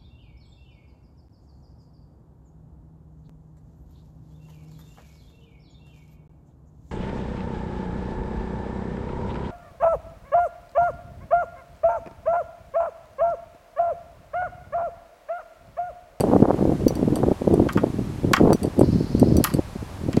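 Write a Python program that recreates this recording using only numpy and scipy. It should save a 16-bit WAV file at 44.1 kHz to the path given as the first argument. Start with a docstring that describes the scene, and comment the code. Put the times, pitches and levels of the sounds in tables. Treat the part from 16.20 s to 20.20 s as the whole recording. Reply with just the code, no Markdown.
"""Wind buffets a microphone from the start: gusts of lumpy noise and hard puffs, over a steady low rumble and
faint hiss. An electric pendulum clock ticks through it: bright noise snaps, with two decaying sines for the
pawl and contact springs. From 1.5 s levers clack on the iron frame, and at 3.24 s a magnet resets: noise bursts
for thud, knock and crack, and decaying sines for the modes. From 2.6 s something rubs softly for a moment: hiss
with gliding narrow-band noise. The loudest peaks drive a limiter."""
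import sys
import numpy as np
from scipy import signal
from scipy.fft import rfft, irfft
from scipy.io import wavfile
from scipy.ndimage import uniform_filter1d, minimum_filter1d

SR = 44100
rng = np.random.default_rng(int(sys.argv[2]) if len(sys.argv) > 2 else 0)


def transcribe(signal):
    """Save signal, clipped to [-1, 1], as a 16-bit WAV file at the path in sys.argv[1]."""
    frames = np.atleast_2d(signal).T
    limited = np.clip(frames, -1, 1)
    pcm = np.round(limited * 32767).astype(np.int16)
    wavfile.write(sys.argv[1], SR, pcm)


N = 176400


def from_db(db):
    """Decibels to amplitude gain."""
    return 10 ** (np.asarray(db) / 20)


def rms_one(x):
    """Scale to unit rms."""
    return x / np.sqrt(np.mean(x ** 2) + 1e-20)


def in_time(rows):
    """Interpolate each column after t/s at every sample."""
    t_s, *columns = np.transpose(rows)
    return [np.interp(np.arange(N) / SR, t_s, column) for column in columns]


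def colour(x, spectrum):
    """Filter by a spectrum, dB linear in log f; white noise keeps its power."""
    f_hz, density_db = np.transpose(spectrum)
    bins_hz = np.arange(N // 2 + 1) * SR / N + 1e-3
    gain = from_db(np.interp(np.log(bins_hz), np.log(f_hz), density_db))
    return irfft(rfft(x) * rms_one(gain), N)


def noise(spectrum):
    """Coloured Gaussian noise of unit rms."""
    return colour(rng.standard_normal(N), spectrum)


def drift(hz):
    """Smooth random motion of unit rms: white noise through a double real pole."""
    r = np.exp(-2 * np.pi * hz / SR)
    settled = signal.lfilter([1], [1, -2 * r, r * r], rng.standard_normal(N + SR))[SR:]
    return rms_one(settled)


def strikes(t_s, level_db):
    """One impulse per blow."""
    hits = np.zeros(N)
    hits[np.clip((t_s * SR).astype(int), 0, N - 1)] = from_db(level_db)
    return hits + 1e-18


def ring(hits, hz, t60_s):
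    """Damped resonator: a unit impulse starts a decaying sine of height 1."""
    r = from_db(-60 / (t60_s * SR))
    w = 2 * np.pi * hz / SR
    return signal.lfilter([0, np.sin(w)], [1, -2 * r * np.cos(w), r * r], hits)


def decaying_power(hits, t60_s):
    """Power that jumps at each blow and falls 60 dB in t60."""
    return signal.lfilter([1], [1, -from_db(-120 / (t60_s * SR))], hits ** 2)


def burst(hits, spectrum, t60_s, tail_db, tail_t60_s):
    """Countless short modes: noise that dies fast after each blow, plus a weaker, longer tail."""
    fast = decaying_power(hits, t60_s)
    slow = decaying_power(hits, tail_t60_s)
    return noise(spectrum) * np.sqrt(fast + from_db(tail_db) ** 2 * slow)


def turbulence(spectrum, lumps):
    """Lumpy noise with its power evened out over a few hundredths of a second."""
    x = colour(rng.standard_normal(N) * lumps, spectrum)
    power = uniform_filter1d(uniform_filter1d(x ** 2, size=1100), size=1100)
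    return x / np.sqrt(power + 1e-9)


# air strength at the microphone, before layer offsets: t/s, level/dB
GUST_LEVEL = [(0.0, -23.5), (.15, -16), (.27, -23.5), (.38, -28), (.42, -21), (.57, -25), (.68, -23),
              (.72, -28), (.85, -23), (1.12, -21), (1.16, -49), (1.29, -20.5), (1.44, -18.5), (1.5, -37.5),
              (1.58, -24), (1.98, -37.5), (2.11, -19.5), (2.16, -39), (2.21, -15), (2.34, -16.5),
              (2.37, -42), (2.46, -19.5), (2.52, -45), (2.6, -14.5), (2.87, -34.5), (3.05, -18), (3.2, -22),
              (3.27, -41), (3.38, -22.5), (3.42, -49), (3.75, -45.5), (3.87, -27.5), (4.0, -32.5)]
# relative power densities of the three wind layers: f/Hz, density/dB
BUFFET_SPECTRUM = [(50, -15), (110, -2.5), (180, 1.5), (310, 1.5), (450, -8), (650, -17.5), (1300, -65)]
RUMBLE_SPECTRUM = [(20, -38), (50, -12), (100, -3.5), (150, -3), (260, -11.5), (600, -87)]
FLUTTER_SPECTRUM = [(250, -10), (420, -1.5), (550, -6), (800, -9), (1100, -19.5), (1600, -34), (5000, -72)]
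BUFFET_DB, RUMBLE_DB, FLUTTER_DB = -0.5, -6.5, -13.5  # re gust
# small, quick eddies flutter; big, slow ones rumble
EDDY_HZ, RUMBLE_DB_PER_OCTAVE, FLUTTER_DB_PER_OCTAVE = 321.4, -16.5, 18
LUMPS_HZ, LUMPY_DB = 72, 5
SWIRL_HZ, BUFFET_SWIRL_DB, FLUTTER_SWIRL_DB = 38, 2.5, 5.5


def wind():
    """Gusts break into swirls at the microphone that swing the flutter more than the buffeting and rumble."""
    gust_db, = in_time(GUST_LEVEL)
    _, puff_hz = in_time(PUFF_EVENTS)
    octaves = uniform_filter1d(np.log2(puff_hz / EDDY_HZ), size=3000)
    rumble_db = RUMBLE_DB + RUMBLE_DB_PER_OCTAVE * octaves
    flutter_db = FLUTTER_DB + FLUTTER_DB_PER_OCTAVE * octaves
    lumps = from_db(LUMPY_DB * drift(LUMPS_HZ))
    swirl = drift(SWIRL_HZ)
    swirl = rms_one(np.tanh(swirl - uniform_filter1d(swirl, size=3000)))
    layers = [(BUFFET_DB, BUFFET_SPECTRUM, BUFFET_SWIRL_DB),
              (rumble_db, RUMBLE_SPECTRUM, BUFFET_SWIRL_DB),
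              (flutter_db, FLUTTER_SPECTRUM, FLUTTER_SWIRL_DB)]
    out = np.zeros(N)
    for layer_db, spectrum, swing_db in layers:
        swing = rms_one(from_db(swing_db * swirl))
        out += from_db(gust_db + layer_db) * swing * turbulence(spectrum, lumps)
    return out


# relative power density of the background: f/Hz, density/dB
BACKGROUND_SPECTRUM = [(20, -10.5), (70, 6), (140, -1), (280, -22), (600, -12.5), (900, -13), (1500, -20),
                       (2600, -25), (5000, -30), (11400, -35.5), (16000, -47.5)]
BACKGROUND_DB = -38  # rms


def background():
    """Low rumble and faint hiss: steady coloured noise."""
    return from_db(BACKGROUND_DB) * noise(BACKGROUND_SPECTRUM)


# pawl and springs: t/s, snap level/dB, lower ring level/dB, upper ring level/dB
TICK_EVENTS = [(.006, -23, -29, -43), (0.681, -41, -26.5, -29), (.754, -37, -39, -46),
               (0.957, -25.5, -36, -45), (1.34, -35.5, -45, -49), (2.3306, -27.5, -26.5, -30.5),
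               (2.432, -29.5, -36, -51), (2.4558, -42.5, -43, -62), (2.593, -29, -41, -49),
               (2.609, -33.5, -48, -54), (2.997, -31, -36, -43), (3.168, -27, -30, -32),
               (3.339, -26.5, -33.5, -54)]
# lower and upper spring ring: f/Hz, t60/s
SPRING_RINGS = [(4600, 0.046), (5884, 0.08)]
# relative power densities of the plain snap and of the upper ring's snap: f/Hz, density/dB
SNAP_SPECTRUM = [(3000, -1.5), (6800, -19), (8300, 10), (9800, -1.5), (11500, 3), (13200, -11),
                 (16000, -28)]
SPRING_SNAP_SPECTRUM = [(3000, -11), (7000, -10), (12000, -7), (16000, -9)]
SPRING_SNAP_DB = 2.5  # re upper ring
SNAP_T60_S, SNAP_TAIL_DB, SNAP_TAIL_T60_S = 0.018, -14.5, 0.11


def ticks():
    """A bright snap leaves a spring ringing on two notes; the upper note brings a broader snap."""
    t_s, snap_db, lower_db, upper_db = np.transpose(TICK_EVENTS)
    out = np.zeros(N)
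    for level_db, (hz, t60_s) in zip((lower_db, upper_db), SPRING_RINGS):
        out += ring(strikes(t_s, level_db), hz, t60_s)
    snaps = (snap_db, SNAP_SPECTRUM), (upper_db + SPRING_SNAP_DB, SPRING_SNAP_SPECTRUM)
    for level_db, spectrum in snaps:
        out += burst(strikes(t_s, level_db), spectrum, SNAP_T60_S, SNAP_TAIL_DB, SNAP_TAIL_T60_S)
    return out


def eddy(t_s, hz):
    """One passing swirl: a pressure swing of about one cycle, random in phase."""
    envelope = 1 / np.cosh(np.clip(hz * t_s / PUFF_WIDTH_CYCLES, -30, 30))
    return np.cos(2 * np.pi * (hz * t_s + rng.random())) * envelope


# single hard puffs: t/s, relative level/dB, centre f/Hz
PUFF_EVENTS = [(.008, -10, 400), (.040, -6.5, 456), (.077, -18, 410), (0.136, -3.5, 480), (.164, -7.5, 440),
               (.227, 6.5, 275), (0.255, -5, 590), (.307, -1.5, 460), (0.345, -10, 294),
               (0.394, -15.5, 423), (.427, -7, 325), (0.454, -6.5, 343), (0.495, -7.5, 283),
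               (.520, -12, 370), (0.622, -15.5, 270), (0.668, -2.5, 282), (.708, -11.5, 383),
               (0.83, -7.5, 330), (0.879, -7.5, 255), (.925, -11, 246), (.968, -13.5, 366),
               (1.037, -5, 344), (1.068, -13.5, 302), (1.086, -5, 314), (1.117, -5.5, 354),
               (1.22, -12, 364), (1.278, -2.5, 338), (1.312, -8, 318), (1.341, -5, 314), (1.401, -3.5, 320),
               (1.47, -10.5, 335), (1.564, -5.5, 228), (1.641, -4, 380), (1.792, -11, 198),
               (2.049, -7, 215), (2.118, -7.5, 254), (2.205, -8.5, 430), (2.213, -3.5, 330),
               (2.24, -3.5, 270), (2.257, -10, 500), (2.306, -2.5, 460), (2.325, -6, 550), (2.35, -9, 247),
               (2.45, -8.5, 291), (2.594, -2.5, 313), (2.616, 3.5, 334), (2.688, -21, 217),
               (2.758, -7.5, 190), (2.81, -8.5, 226), (2.951, -6, 232), (3.022, -3, 185), (3.03, -1.5, 377),
               (3.073, -10, 263), (3.186, -4.5, 216), (3.205, -6, 228), (3.349, -9, 221), (3.393, -7, 284),
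               (3.56, -19.5, 212), (3.629, -20.5, 230), (3.889, -11.5, 258), (3.975, -4.5, 233)]
PUFF_DB, PUFF_WIDTH_CYCLES, PUFF_LOW_CUT_HZ = 3.5, 0.2, 71
WAKE_DB, WAKE_MAX_S, WAKE_MAX_OCTAVES = -9, 0.005975, 0.94  # re main eddy


def puffs():
    """Each hard puff is a big eddy with a weaker one before and after."""
    out = np.zeros(N)
    reach = SR // 40
    for puff_s, level_db, hz in PUFF_EVENTS:
        at = np.arange(max(int(puff_s * SR) - reach, 0), min(int(puff_s * SR) + reach, N))
        t_s = at / SR - puff_s
        wake = 0
        for side in (-1, 1):
            offset_s = side * WAKE_MAX_S * (1 + rng.random()) / 2
            wake_hz = hz * 2 ** (WAKE_MAX_OCTAVES * (2 * rng.random() - 1))
            wake = wake + eddy(t_s + offset_s, wake_hz)
        out[at] += from_db(level_db + PUFF_DB) * (eddy(t_s, hz) + from_db(WAKE_DB) * wake)
    low_cut = signal.butter(1, PUFF_LOW_CUT_HZ, "high", fs=SR, output="sos")
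    return signal.sosfilt(low_cut, out + 1e-18)


def swell(hits, rise_s):
    """A heavy body takes a moment to build up its sound: smoothed power of the blows."""
    r = np.exp(-1 / (rise_s * SR))
    return np.sqrt(signal.lfilter([1 - r], [1, -r], hits ** 2))


# lever and magnet blows, relative: t/s, thud level/dB, knock level/dB, crack level/dB, crack top level/dB
CLACK_EVENTS = [(1.488, -23.5, -27.5, -34, -53), (1.526, -51, -55, -38.5, -40), (1.532, -57, -60, -35, -36),
                (1.573, -20, -26.5, -37, -46), (2.134, -12, -12.5, -14.5, -25),
                (2.165, -16.5, -22.5, -27, -38), (3.2408, -51, -21, -15.5, -7.5),
                (3.246, -18, -29.5, -26.5, -22), (3.269, -27, -30, -32, -44), (3.301, -33, -38, -39, -60),
                (3.93, -38.5, -33.5, -34.5, -42), (3.968, -41, -37, -33, -43)]
# modes of iron frame and levers: f/Hz, relative level/dB, t60/s
FRAME_MODES = [(880, -12, .05), (1105, -5, .05), (1160, -8, .12), (1228, -8, .16), (1330, -10, .1),
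               (1426, -10, .11), (1593, -10, .1), (1879, -7, .12), (1943, -10, .1), (2198, -10, .09),
               (2655, -11, .11), (3176, -11, .07), (3273, -12, .07)]
# relative power densities of the four bursts: f/Hz, density/dB
THUD_SPECTRUM = [(450, -42), (750, 1.5), (1150, 15.5), (1420, 6), (1800, 0), (3000, -64)]
KNOCK_SPECTRUM = [(1200, -3), (1850, 3), (2300, 2.5), (2700, -3), (3200, 0), (3900, -25), (8000, -29)]
CRACK_SPECTRUM = [(2000, -20), (3600, -2.5), (4600, 2), (6500, -5), (7600, -1.5), (9000, -25), (16000, -52)]
CRACK_TOP_SPECTRUM = [(5500, -76), (8000, -3), (11300, 10.5), (13300, 6), (16000, -8)]
FRAME_RING_DB, MODE_SPREAD_DB, KNOCK_ABOVE_HZ = -3.5, 1.5, 1600
BODY_DB, BODY_SWELL_S = -1.5, .003  # thud and knock
BODY_T60_S, BODY_TAIL_DB, BODY_TAIL_T60_S = 0.053, -20.5, 0.26
CRACK_T60_S, CRACK_TAIL_DB, CRACK_TAIL_T60_S = 0.018, -20, 0.17
TOP_T60_S, TOP_TAIL_DB, TOP_TAIL_T60_S = 0.01, -24.5, 0.17


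def clacks():
    """Metal meets metal with a crack; the frame answers with a thud, a higher knock and its modes."""
    t_s, thud_db, knock_db, crack_db, top_db = np.transpose(CLACK_EVENTS)
    modes = np.zeros(N)
    for k, (hz, mode_db, t60_s) in enumerate(FRAME_MODES):
        blow_db = knock_db if hz > KNOCK_ABOVE_HZ else thud_db
        blow_db = blow_db + MODE_SPREAD_DB * rng.standard_normal(len(t_s))
        modes += (-1) ** k * ring(strikes(t_s, blow_db + mode_db), hz, t60_s)
    body = np.zeros(N)
    for level_db, spectrum in ((thud_db, THUD_SPECTRUM), (knock_db, KNOCK_SPECTRUM)):
        hits = swell(strikes(t_s, level_db + BODY_DB), BODY_SWELL_S)
        body += burst(hits, spectrum, BODY_T60_S, BODY_TAIL_DB, BODY_TAIL_T60_S)
    crack = burst(strikes(t_s, crack_db), CRACK_SPECTRUM, CRACK_T60_S, CRACK_TAIL_DB, CRACK_TAIL_T60_S)
    top = burst(strikes(t_s, top_db), CRACK_TOP_SPECTRUM, TOP_T60_S, TOP_TAIL_DB, TOP_TAIL_T60_S)
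    return from_db(FRAME_RING_DB) * modes + body + crack + top


# rubbing strength, rms of the hiss: t/s, level/dB
RUB_STRENGTH = [(2.56, -76), (2.64, -52.5), (3.33, -54.5), (3.44, -68)]
# relative power density of the hiss: f/Hz, density/dB
RUB_SPECTRUM = [(3000, -18), (4200, 11), (4800, 7), (6800, -3), (9000, -34)]
# resonances that glide up again and again: starting f/Hz
WHIRR_STARTS_HZ = [4200, 4800]
WHIRRS_PER_S, WHIRR_RISE_OCTAVES, WHIRR_WIDTH_HZ, WHIRR_DB = 9, .2, 90, -2  # mean rate; dB re hiss


def rubbing():
    """A part slides lightly and unevenly: soft hiss with narrow noise bands that glide up, swell and fade."""
    level_db, = in_time(RUB_STRENGTH)
    whirr = np.zeros(N)
    for start_hz in WHIRR_STARTS_HZ:
        rate_hz = WHIRRS_PER_S * (1 + drift(WHIRRS_PER_S) / 2)
        slide = np.cumsum(rate_hz) / SR % 1  # 0 to 1 over each glide
        phase = 2 * np.pi * np.cumsum(start_hz * 2 ** (WHIRR_RISE_OCTAVES * slide)) / SR
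        band = drift(WHIRR_WIDTH_HZ) * np.cos(phase) + drift(WHIRR_WIDTH_HZ) * np.sin(phase)
        whirr += np.sin(np.pi * slide) * band
    return from_db(level_db) * (noise(RUB_SPECTRUM) + from_db(WHIRR_DB) * rms_one(whirr))


def scene():
    """Air, background and clock summed at one microphone."""
    return (wind() + background() + ticks() + puffs() + clacks() + rubbing())[None]


LIMIT_DB, RELEASE_DB_PER_S = 3, 50  # re full scale
PEAK_LIMIT, CUTOFF_HZ = 1.06, 16000


def record(dry):
    """Overload ducks the gain, which recovers slowly; a fast limiter and a clip hold peaks; the top is cut."""
    over_db = np.maximum(20 * np.log10(np.abs(dry[0]) + 1e-9) - LIMIT_DB, 0)
    ramp_db = RELEASE_DB_PER_S * np.arange(N) / SR
    duck_db = np.maximum.accumulate(over_db + ramp_db) - ramp_db  # peak hold, linear release in dB
    held = dry * from_db(-uniform_filter1d(duck_db, size=16))
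    peak_gain = PEAK_LIMIT / np.maximum(np.abs(held), PEAK_LIMIT)
    peak_gain = uniform_filter1d(minimum_filter1d(peak_gain, size=120), size=120)
    held = np.clip(held * peak_gain, -1, 1)
    top_cut = signal.ellip(12, .1, 90, CUTOFF_HZ, fs=SR, output="sos")
    return signal.sosfilt(top_cut, held)


dry = scene()
out = record(dry)
transcribe(out)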